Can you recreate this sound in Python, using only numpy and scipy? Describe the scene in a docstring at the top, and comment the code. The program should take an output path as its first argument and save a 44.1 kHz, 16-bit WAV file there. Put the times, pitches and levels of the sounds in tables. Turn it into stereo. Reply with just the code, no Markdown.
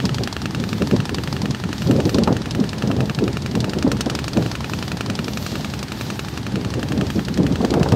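"""Slow boat engine across open water

A single-cylinder engine knocks eleven times a second, each knock followed by a brighter tick: short pulses
ring through resonances, with a bounce off the water and tails of noise.
Gusts buffet the phone's microphone as uneven low noise, and single slaps of air sound as dying low cycles.
Under it all, shaped noise makes the far hiss of the wash, with splashes on the hull and finer spray."""
import sys
import numpy as np
from scipy import signal
from scipy.fft import rfft, irfft, next_fast_len
from scipy.io import wavfile
from scipy.ndimage import uniform_filter1d

SR = 44100
rng = np.random.default_rng(int(sys.argv[2]) if len(sys.argv) > 2 else 0)


def pcm_store(signal):
    """Save signal as 16-bit PCM."""
    levels = np.round(np.clip(np.atleast_2d(signal), -1, 1) * 32767)
    wavfile.write(sys.argv[1], SR, levels.astype(np.int16).T)


N = 350595  # length in samples


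def undb(db):
    """Amplitude ratio of a level in dB."""
    return 10 ** (np.asarray(db) / 20)


def unit(x):
    """Scale to an RMS of 1."""
    return x / np.sqrt(np.mean(x ** 2))


def curves(table, s):
    """Columns of a table, joined by straight lines and read at the times s."""
    t, *columns = np.transpose(table)
    return [np.interp(s, t, column) for column in columns]


def noise():
    """White noise over the whole scene."""
    return rng.standard_normal(N)


def walk(rate):
    """Random levels held 1 / rate seconds and smoothed twice into slopes; RMS 1."""
    hold = int(SR / rate)
    steps = np.repeat(rng.standard_normal(N // hold + 1), hold)
    return unit(uniform_filter1d(uniform_filter1d(steps, hold), hold)[:N])


def colour(x, points):
    """Filter by the gains of (f/Hz, level/dB) points on a log-frequency axis."""
    hz, db = np.transpose(points)
    size = next_fast_len(N)
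    f = np.maximum(np.arange(size // 2 + 1) * SR / size, 1)
    gain = undb(np.interp(np.log(f), np.log(hz), db))
    return irfft(rfft(x, size) * gain, size)[:N]


def band(x, hz, width_hz):
    """One resonance, gain 1 at the centre."""
    return signal.lfilter(*signal.iirpeak(hz, hz / width_hz, SR), x)


def steep(x, hz, width_hz):
    """A resonance applied twice, for steeper sides."""
    return band(band(x, hz, width_hz), hz, width_hz)


def below(x, hz):
    """Steep low-pass."""
    return signal.sosfilt(signal.butter(4, hz, fs=SR, output="sos"), x)


def fade(x, t60):
    """Every pulse leaves an exponential tail that drops 60 dB in t60 seconds."""
    return signal.lfilter([1], [1, -np.exp(-np.log(1000) / (t60 * SR))], x)


def even_out(x, share, seconds):
    """Take part of the chance swell out of narrow noise."""
    swell = np.sqrt(uniform_filter1d(x ** 2, int(seconds * SR)) + 1e-12)
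    return unit(x / swell ** share)


def train(s, size):
    """Pulses of the given sizes at the times s."""
    out = np.zeros(N + SR)
    np.add.at(out, (s * SR).astype(int), size)
    return out[:N]


def swells(s, hold, db, rise_db_s, fall_db_s):
    """Summed power of events that rise, hold and fall, each slope straight in dB."""
    t = np.arange(0, N / SR + .002, .002)
    s, hold, db = (np.reshape(column, (-1, 1)) for column in (s, hold, db))
    before_db = np.maximum(rise_db_s * (s - t), 0)
    after_db = np.maximum(fall_db_s * (t - s - hold), 0)
    power = np.sum(undb(db - before_db - after_db) ** 2, axis=0)
    return np.interp(np.arange(N) / SR, t, power)


# waves breaking on the hull: at full strength t/s, hold t/s, splash level/dB, fine spray level/dB
HULL_WAVES = [(.0, .03, -42, -49), (.16, .04, -49, -56), (0.658, .05, -43, -42.5), (.9, .03, -46, -50),
              (1.3, .08, -44, -46), (1.78, 0.15, -41.5, -43), (2.076, 0.065, -44, -43), (2.7, .1, -51, -55),
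              (4.26, 0.027, -45, -50), (4.437, 0.026, -40, -44), (4.7, 0.14, -43.5, -43),
              (5.26, .1, -44, -40), (5.43, 0.1, -39, -37.5), (5.6, 0.14, -44, -45),
              (6.0, 0.13, -41.5, -39.5), (6.22, .1, -52, -45), (6.85, .1, -58, -48), (7.105, .06, -44, -42),
              (7.6, .03, -44, -48), (7.83, .12, -44, -47)]
WAVE_RISE_DB_S, WAVE_FALL_DB_S = 112, 80
LAPPING_DB, MIST_DB = -49, -50.5  # splash and spray between waves


def waves():
    """Levels of splash and spray in dB: each wave's power adds to a steady floor."""
    s, hold, splash_db, spray_db = np.transpose(HULL_WAVES)
    levels = []
    for db, rest_db in ((splash_db, LAPPING_DB), (spray_db, MIST_DB)):
        power = undb(rest_db) ** 2 + swells(s, hold, db, WAVE_RISE_DB_S, WAVE_FALL_DB_S)
        levels.append(10 * np.log10(power))
    return levels


# spectrum of the far wash, relative: f/Hz, level/dB
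WASH_SPECTRUM = [(240, -5.5), (400, 3.5), (519, -16), (834, -2), (1050, -8), (1560, -9), (1760, -7.5),
                 (2150, -12), (4160, -13), (7670, -23.5), (10400, -21), (14100, -36.5), (15500, -50)]


def water():
    """A steady far hiss, waves splashing on the hull, and the finer spray that they throw."""
    splash_db, spray_db = waves()
    hiss = unit(below(colour(noise(), WASH_SPECTRUM), 9600)) * undb(-37.5 + 0.75 * walk(24.91))
    splash = unit(steep(noise(), 4000, 4000)) * undb(splash_db + 1.2 * walk(30))
    fine = signal.sosfilt(signal.butter(6, 11300, "high", fs=SR, output="sos"), noise())
    fine = fine + undb(-1) * band(fine, 14600, 2500)
    spray = unit(fine) * undb(spray_db + 2.0 * walk(25))
    return hiss + splash + spray


# the wind between gusts, relative: t/s, level/dB, edge above the rumble level/dB
BREEZE_LEVELS = [(0, -24, -10), (.5, -26, -10.5), (1, -25.5, -12), (1.6, -33, -11), (2.1, -13.5, -11),
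                 (2.5, -26.5, -3), (3, -23.5, -2), (3.5, -24.5, -7), (4, -23, -6), (4.5, -27.5, -4.5),
                 (5, -25, -5), (5.5, -28, -1), (6.4, -28.5, -5), (6.9, -22.5, -7), (7.3, -31, -12),
                 (7.7, -17.5, -0.5), (7.95, -17.5, -5)]
# gusts, relative: at full strength t/s, hold t/s, level/dB, edge above the rumble level/dB
GUST_EVENTS = [(0.037, .05, -19, -14), (0.215, 0.0041, -16, -7.5), (0.595, 0.053, -19.5, -16),
               (.81, 0.012, -16.5, -27), (.92, 0.017, -10.5, -16), (1.124, .06, -18, -26),
               (1.287, 0.19, -21, -8.5), (1.659, 0.018, -19.5, -15), (1.88, 0.19, -13, -14.5),
               (2.15, 0.085, -12.5, -15), (2.276, .03, -8, -5), (2.597, 0.017, -11.5, -24),
               (2.894, 0.067, -17.5, -16), (3.094, 0.02, -29, -18), (3.2, 0.09, -17.5, -18),
               (3.535, 0.045, -16, -20), (3.637, 0.052, -19, -3), (3.774, 0.0086, -14.5, -9),
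               (3.853, 0.019, -8, -10.5), (4.065, 0.019, -13.5, -5), (4.116, 0.027, -16.5, -8),
               (4.219, 0.012, -19, -20), (4.372, 0.013, -13.5, -10), (4.435, 0.07, -18.5, -7),
               (4.7, .03, -26, -12), (5.125, .005, -24, -18), (5.215, .015, -29, -18),
               (5.283, .01, -23, -5), (5.573, 0.016, -20, -5), (6.558, 0.075, -18, -17),
               (6.773, .025, -15.5, -17), (6.924, 0.026, -11, -12), (7.02, 0.026, -16, -9),
               (7.173, 0.014, -15, -20), (7.28, .01, -19, -25), (7.39, 0.024, -8, -15),
               (7.48, .045, -17.5, -19), (7.608, 0.067, -9.5, -5.5), (7.723, .015, -13, -12),
               (7.804, 0.012, -13.5, -2), (7.935, .03, -12, -4)]
GUST_RISE_DB_S, GUST_FALL_DB_S = 360, 213


def gusts():
    """Level of the wind, and of its upper edge above the rumble, both in dB, from summed powers."""
    breeze_db, breeze_edge_db = curves(BREEZE_LEVELS, np.arange(N) / SR)
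    s, hold, db, edge_db = np.transpose(GUST_EVENTS)
    power = undb(breeze_db) ** 2 + swells(s, hold, db, GUST_RISE_DB_S, GUST_FALL_DB_S)
    edge = undb(breeze_db + breeze_edge_db) ** 2
    edge = edge + swells(s, hold, db + edge_db, GUST_RISE_DB_S, GUST_FALL_DB_S)
    return 10 * np.log10(power), 10 * np.log10(edge / power)


# spectrum of the wind rumble at the microphone, relative: f/Hz, level/dB
RUMBLE_SPECTRUM = [(15, -70), (25, -40), (59, -19), (123, 1), (172, -3.5), (210, 0), (233, -6), (260, -5.5),
                   (600, -31.5), (780, -69), (1320, -120)]


def wind():
    """Eddies on the microphone: a lumpy rumble that climbs in pitch as the gust grows, with a ragged upper edge."""
    gust_db, edge_db = gusts()
    strong = np.clip((gust_db + 28.0) / 14, 0, 1)  # 0 in a breeze, 1 in a full gust
    eddies = undb((2.32 + 2.2 * strong) * walk(60))
    rumble = even_out(colour(noise(), RUMBLE_SPECTRUM), .5, .03)
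    flap = even_out(below(steep(noise(), 260, 330), 600), .5, .02)
    body = undb(-0.5) * (1 - 0.61 * strong) * rumble + 0.48 * strong * flap
    # the air tears at the crests of each swing, and higher up only in strong gusts
    crest = .5 + 0.92 * np.abs(body)
    edge = even_out(below(band(noise(), 408, 520), 780), 0.23, 0.032)
    tear = undb(-20.5) * strong ** 2 * unit(below(band(noise(), 1160, 900), 2030))
    upper = undb(edge_db - 5.0) * crest * ((.5 + 0.31 * strong) * edge + tear)
    # the largest eddies are too slow to follow each flap
    deep_db = 0.56 * uniform_filter1d(gust_db, int(.3 * SR)) - 19.5
    deep = undb(deep_db) * even_out(steep(noise(), 62, 108), 0.34, 0.059)
    return undb(gust_db - 2.0) * eddies * (body + upper) + deep


# single slaps of air on the microphone, relative: t/s, level/dB, pitch f/Hz, rasp level/dB
AIR_SLAPS = [(0.04, -3.5, 183, -15.5), (0.122, -12, 142, -17), (0.595, -12, 228, -23),
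             (0.921, -7, 213, -21), (0.939, 0, 242, -23), (0.991, -5, 133, -23), (1.434, -8, 157, -25),
             (1.648, -12, 191, -21), (1.861, -1.5, 143, -20), (1.896, -2.5, 277, -27),
             (1.997, -7, 275, -14), (2.057, -10, 163, -16), (2.145, -4.5, 282, -16), (2.221, 0.5, 197, -20),
             (2.274, -4.5, 214, -0.5), (2.29, -4, 185, -13), (2.59, -5, 274, -19), (2.608, 0, 215, -23),
             (2.9, -6, 263, -9.5), (3.101, -6, 154, -17), (3.22, -3, 394, -25), (3.548, -2, 183, -23),
             (3.845, -.3, 268, -29), (3.864, -3.5, 207, -14), (4.058, -5, 212, -16), (4.111, -9, 137, -13),
             (4.364, -4.5, 243, -17), (5.194, -7.5, 208, -19), (6.54, -7, 203, -29), (6.907, -11, 127, -22),
             (7.18, -4.5, 206, -21), (7.386, -7, 296, -23), (7.399, -1, 170, -20.5),
             (7.511, -3.5, 183, -22), (7.604, -4, 230, -12), (7.64, -6, 243, -9.5), (7.716, -3.5, 285, -24),
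             (7.738, -6.5, 288, -6), (7.808, 0, 165, -19), (7.857, -12, 483, 2), (7.921, 0.5, 118, -13)]
SLAP_T60_S = 0.053


def slaps():
    """Each slap swells, then dies as a few rough cycles: a sine with band noise for rasp."""
    out = np.zeros(N + SR)
    t = np.arange(SR // 5) / SR
    chance = rng.standard_normal((len(AIR_SLAPS), len(t)))
    shape = (1 - np.exp(-t / 0.0038)) * np.exp(-np.log(1000) * t / SLAP_T60_S)
    for (s, db, hz, rasp_db), air in zip(AIR_SLAPS, chance):
        rasp = undb(rasp_db + 1.0) * unit(below(band(air, 620, 800), 1160))
        swing = np.sin(2 * np.pi * hz * t) + rasp
        start = int(s * SR)
        out[start:start + len(t)] += undb(db) * shape * swing
    return out[:N]


# loudness of the two strokes as the air carries them, relative:
# t/s, knock level/dB, its treble share level/dB, tick level/dB, its treble share level/dB
STROKE_LEVELS = [(0.05, -24.5, -14, -26, 3), (0.46, -19, -8.5, -28.5, -1.5), (0.82, -22.5, -8.5, -29.5, -2),
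                 (1.2, -22, -11, -27, -1), (1.55, -23, -11, -30, -5), (1.9, -23, -5, -33.5, 5),
                 (2.2, -22.5, -5.5, -34, 7), (2.6, -24.5, -6, -34.5, 6.5), (3.1, -22.5, -9.5, -37.5, 5.5),
                 (3.7, -23, -4.5, -36, 7.5), (3.95, -17, -5, -28.5, -3), (4.3, -23, -1.5, -26, -0.5),
                 (4.64, -24, -6, -24.5, -9), (5.0, -19.5, -6, -29.5, 0.5), (5.35, -24, -3.5, -38, 6.5),
                 (5.9, -23, -4, -32, -4.5), (6.45, -24, -6, -32.5, -6), (7.0, -23.5, -3, -38.5, 6),
                 (7.4, -23, -8, -39, 4.5), (7.95, -23, 0, -32, 2.5)]
# strokes that ring out brighter or duller than their neighbours: t/s, treble lift level/dB
BRIGHT_STROKES = [(.144, 1), (.328, 2.5), (.548, 3.5), (1.053, 1.5), (1.144, 3.5), (1.508, 4.5), (2.145, 5),
                  (2.236, 1.5), (2.418, -6.5), (2.691, 3.5), (2.966, -3), (3.148, 3.5), (3.604, 3),
                  (3.968, -2), (4.008, 5.5), (4.15, 7), (4.917, 2.5), (5.06, -2), (5.19, -6), (5.281, -5),
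                  (5.827, 5.5), (7.252, 3), (7.375, 5), (7.434, -2), (7.707, 4.5)]
SAME_STROKE_S = .012  # a lift reaches strokes nearer than this
CYCLE_S = .091


def beats(columns, start_s, late_ms, scatter_db, treble_scatter_db):
    """Time, size and treble size of every stroke, with a chance scatter in level."""
    chance = rng.standard_normal((len(late_ms), 2)).T
    s = start_s + CYCLE_S * np.arange(len(late_ms)) + late_ms / 1000
    db, treble_db = curves(STROKE_LEVELS, s)[columns]
    lift_db = sum(lift * (abs(s - at) < SAME_STROKE_S) for at, lift in BRIGHT_STROKES)
    size = undb(db + scatter_db * chance[0])
    treble = size * undb(treble_db + lift_db + treble_scatter_db * chance[1])
    return s, size, treble


TICK_START_S = .0538


def tick(late_ms):
    """A short bright ring, repeated weakly, over a soft dull tap: resonances struck by pulses, with noise tails."""
    s, size, treble = beats(slice(2, None), TICK_START_S, late_ms, scatter_db=1.5, treble_scatter_db=1.94)
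    hit = train(s, treble) + train(s + .0017, undb(-6) * treble)
    ring = undb(32.0) * steep(hit, 4750, 1330)
    tap = undb(33) * steep(train(s, size), 850, 700) + undb(11) * steep(train(s, size), 2400, 1500)
    fizz = undb(1.5) * fade(train(s, treble), 0.041) * unit(steep(noise(), 3970, 3820))
    rustle = undb(1) * fade(train(s, size), 0.026) * unit(steep(noise(), 950, 1300))
    air = undb(-14.5) * fade(train(s, np.sqrt(size * treble)), 0.07) * unit(steep(noise(), 12300, 6000))
    return ring + tap + fizz + rustle + air


KNOCK_START_S = .0018


def knock(late_ms):
    """A blunt exhaust pop, its bounce off the water just after, the pipe's thump and a spray of later echoes."""
    s, size, treble = beats(slice(2), KNOCK_START_S, late_ms, scatter_db=1.1, treble_scatter_db=1.7)
    # the swell moves the mirror, so the bounce drifts in lag and strength
    drift = (s * SR).astype(int) % N
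    bounce_s = s + .00072 + .00004 * walk(2)[drift]
    bounce = undb(3 + 1.5 * walk(4)[drift])
    pair = train(s, size) + train(bounce_s, size * bounce)
    # the open pipe sends back a weaker, inverted copy
    pipe_s = .00196 + .00006 * walk(3)[drift]
    pair -= undb(-9) * (train(s + pipe_s, size) + train(bounce_s + pipe_s, size * bounce))
    pop_band = signal.butter(2, [520, 3500], "band", fs=SR, output="sos")
    pop = undb(24.5) * below(signal.sosfilt(pop_band, pair), 7100)
    snap = undb(14) * steep(train(s, treble) + train(bounce_s, treble * bounce), 3900, 5700)
    thump = undb(38) * band(train(s, size), 240, 190)
    # noise tails: echoes from the hull, then brighter fizz and air
    hull = steep(noise(), 1100, 900) + 0.96 * steep(noise(), 2560, 670)
    echoes = undb(-8) * fade(train(bounce_s, size), .055) * unit(hull)
    fizz = undb(-2.0) * fade(train(bounce_s, treble), 0.04) * unit(steep(noise(), 4500, 4600))
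    air = undb(-6.5) * fade(train(s, np.sqrt(size * treble)), 0.048) * unit(steep(noise(), 16800, 4600))
    return pop + snap + thump + echoes + fizz + air


# drift against an even beat: t/s, knock lateness t/ms, tick lateness t/ms
BEAT_DRIFT = [(0.09, 0.0, 0.0), (0.82, 0.2, -0.2), (1.73, -1.5, -1.7), (2.28, -1.2, -1.9), (3.19, 1.3, .4),
              (4.0, 2.0, 2.1), (4.55, 1.2, 2.3), (5.19, 1.9, 2.9), (6.35, 3.6, 6.5), (7.38, 2.3, 7.6),
              (7.92, 2.5, 8.1)]


def engine():
    """Both strokes of every cycle, drifting slowly against an even beat."""
    knock_ms, tick_ms = curves(BEAT_DRIFT, np.arange(0, N / SR, CYCLE_S))
    return knock(knock_ms) + tick(tick_ms)


# stereo width, level of side against mid before the wavering gain: f/Hz, level/dB
STEREO_WIDTH = [(60, -32), (110, -50), (200, -51.5), (380, -45), (700, -42), (1290, -17), (2380, -12),
                (4400, -37.5), (8120, -14), (15000, -16.5)]


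def scene():
    """Water, wind, slaps and engine mixed nearly mono, with a faint flickering width."""
    mid = engine() + wind() + slaps() + water()
    # nearly mono, with a faint flickering stereo width
    side = colour(mid * (0.092 + walk(40)), STEREO_WIDTH)
    return np.array([mid + side, mid - side])


# response of the phone's microphone: f/Hz, level/dB
MIC_RESPONSE = [(30, -23.5), (70, 1.39), (6000, -0.2), (8500, -1), (10400, -5), (12500, -4.5), (15500, -16)]
TOP_HZ = 15720


def record(dry):
    """The phone's microphone is dull near 10 kHz, rounds the loudest peaks and cuts the top."""
    heard = np.array([colour(channel, MIC_RESPONSE) for channel in dry])
    rounded = np.tanh(0.81 * heard) / 0.81
    top = signal.ellip(12, .2, 90, TOP_HZ, fs=SR, output="sos")
    return signal.sosfilt(top, rounded)


dry = scene()
out = record(dry)
pcm_store(out)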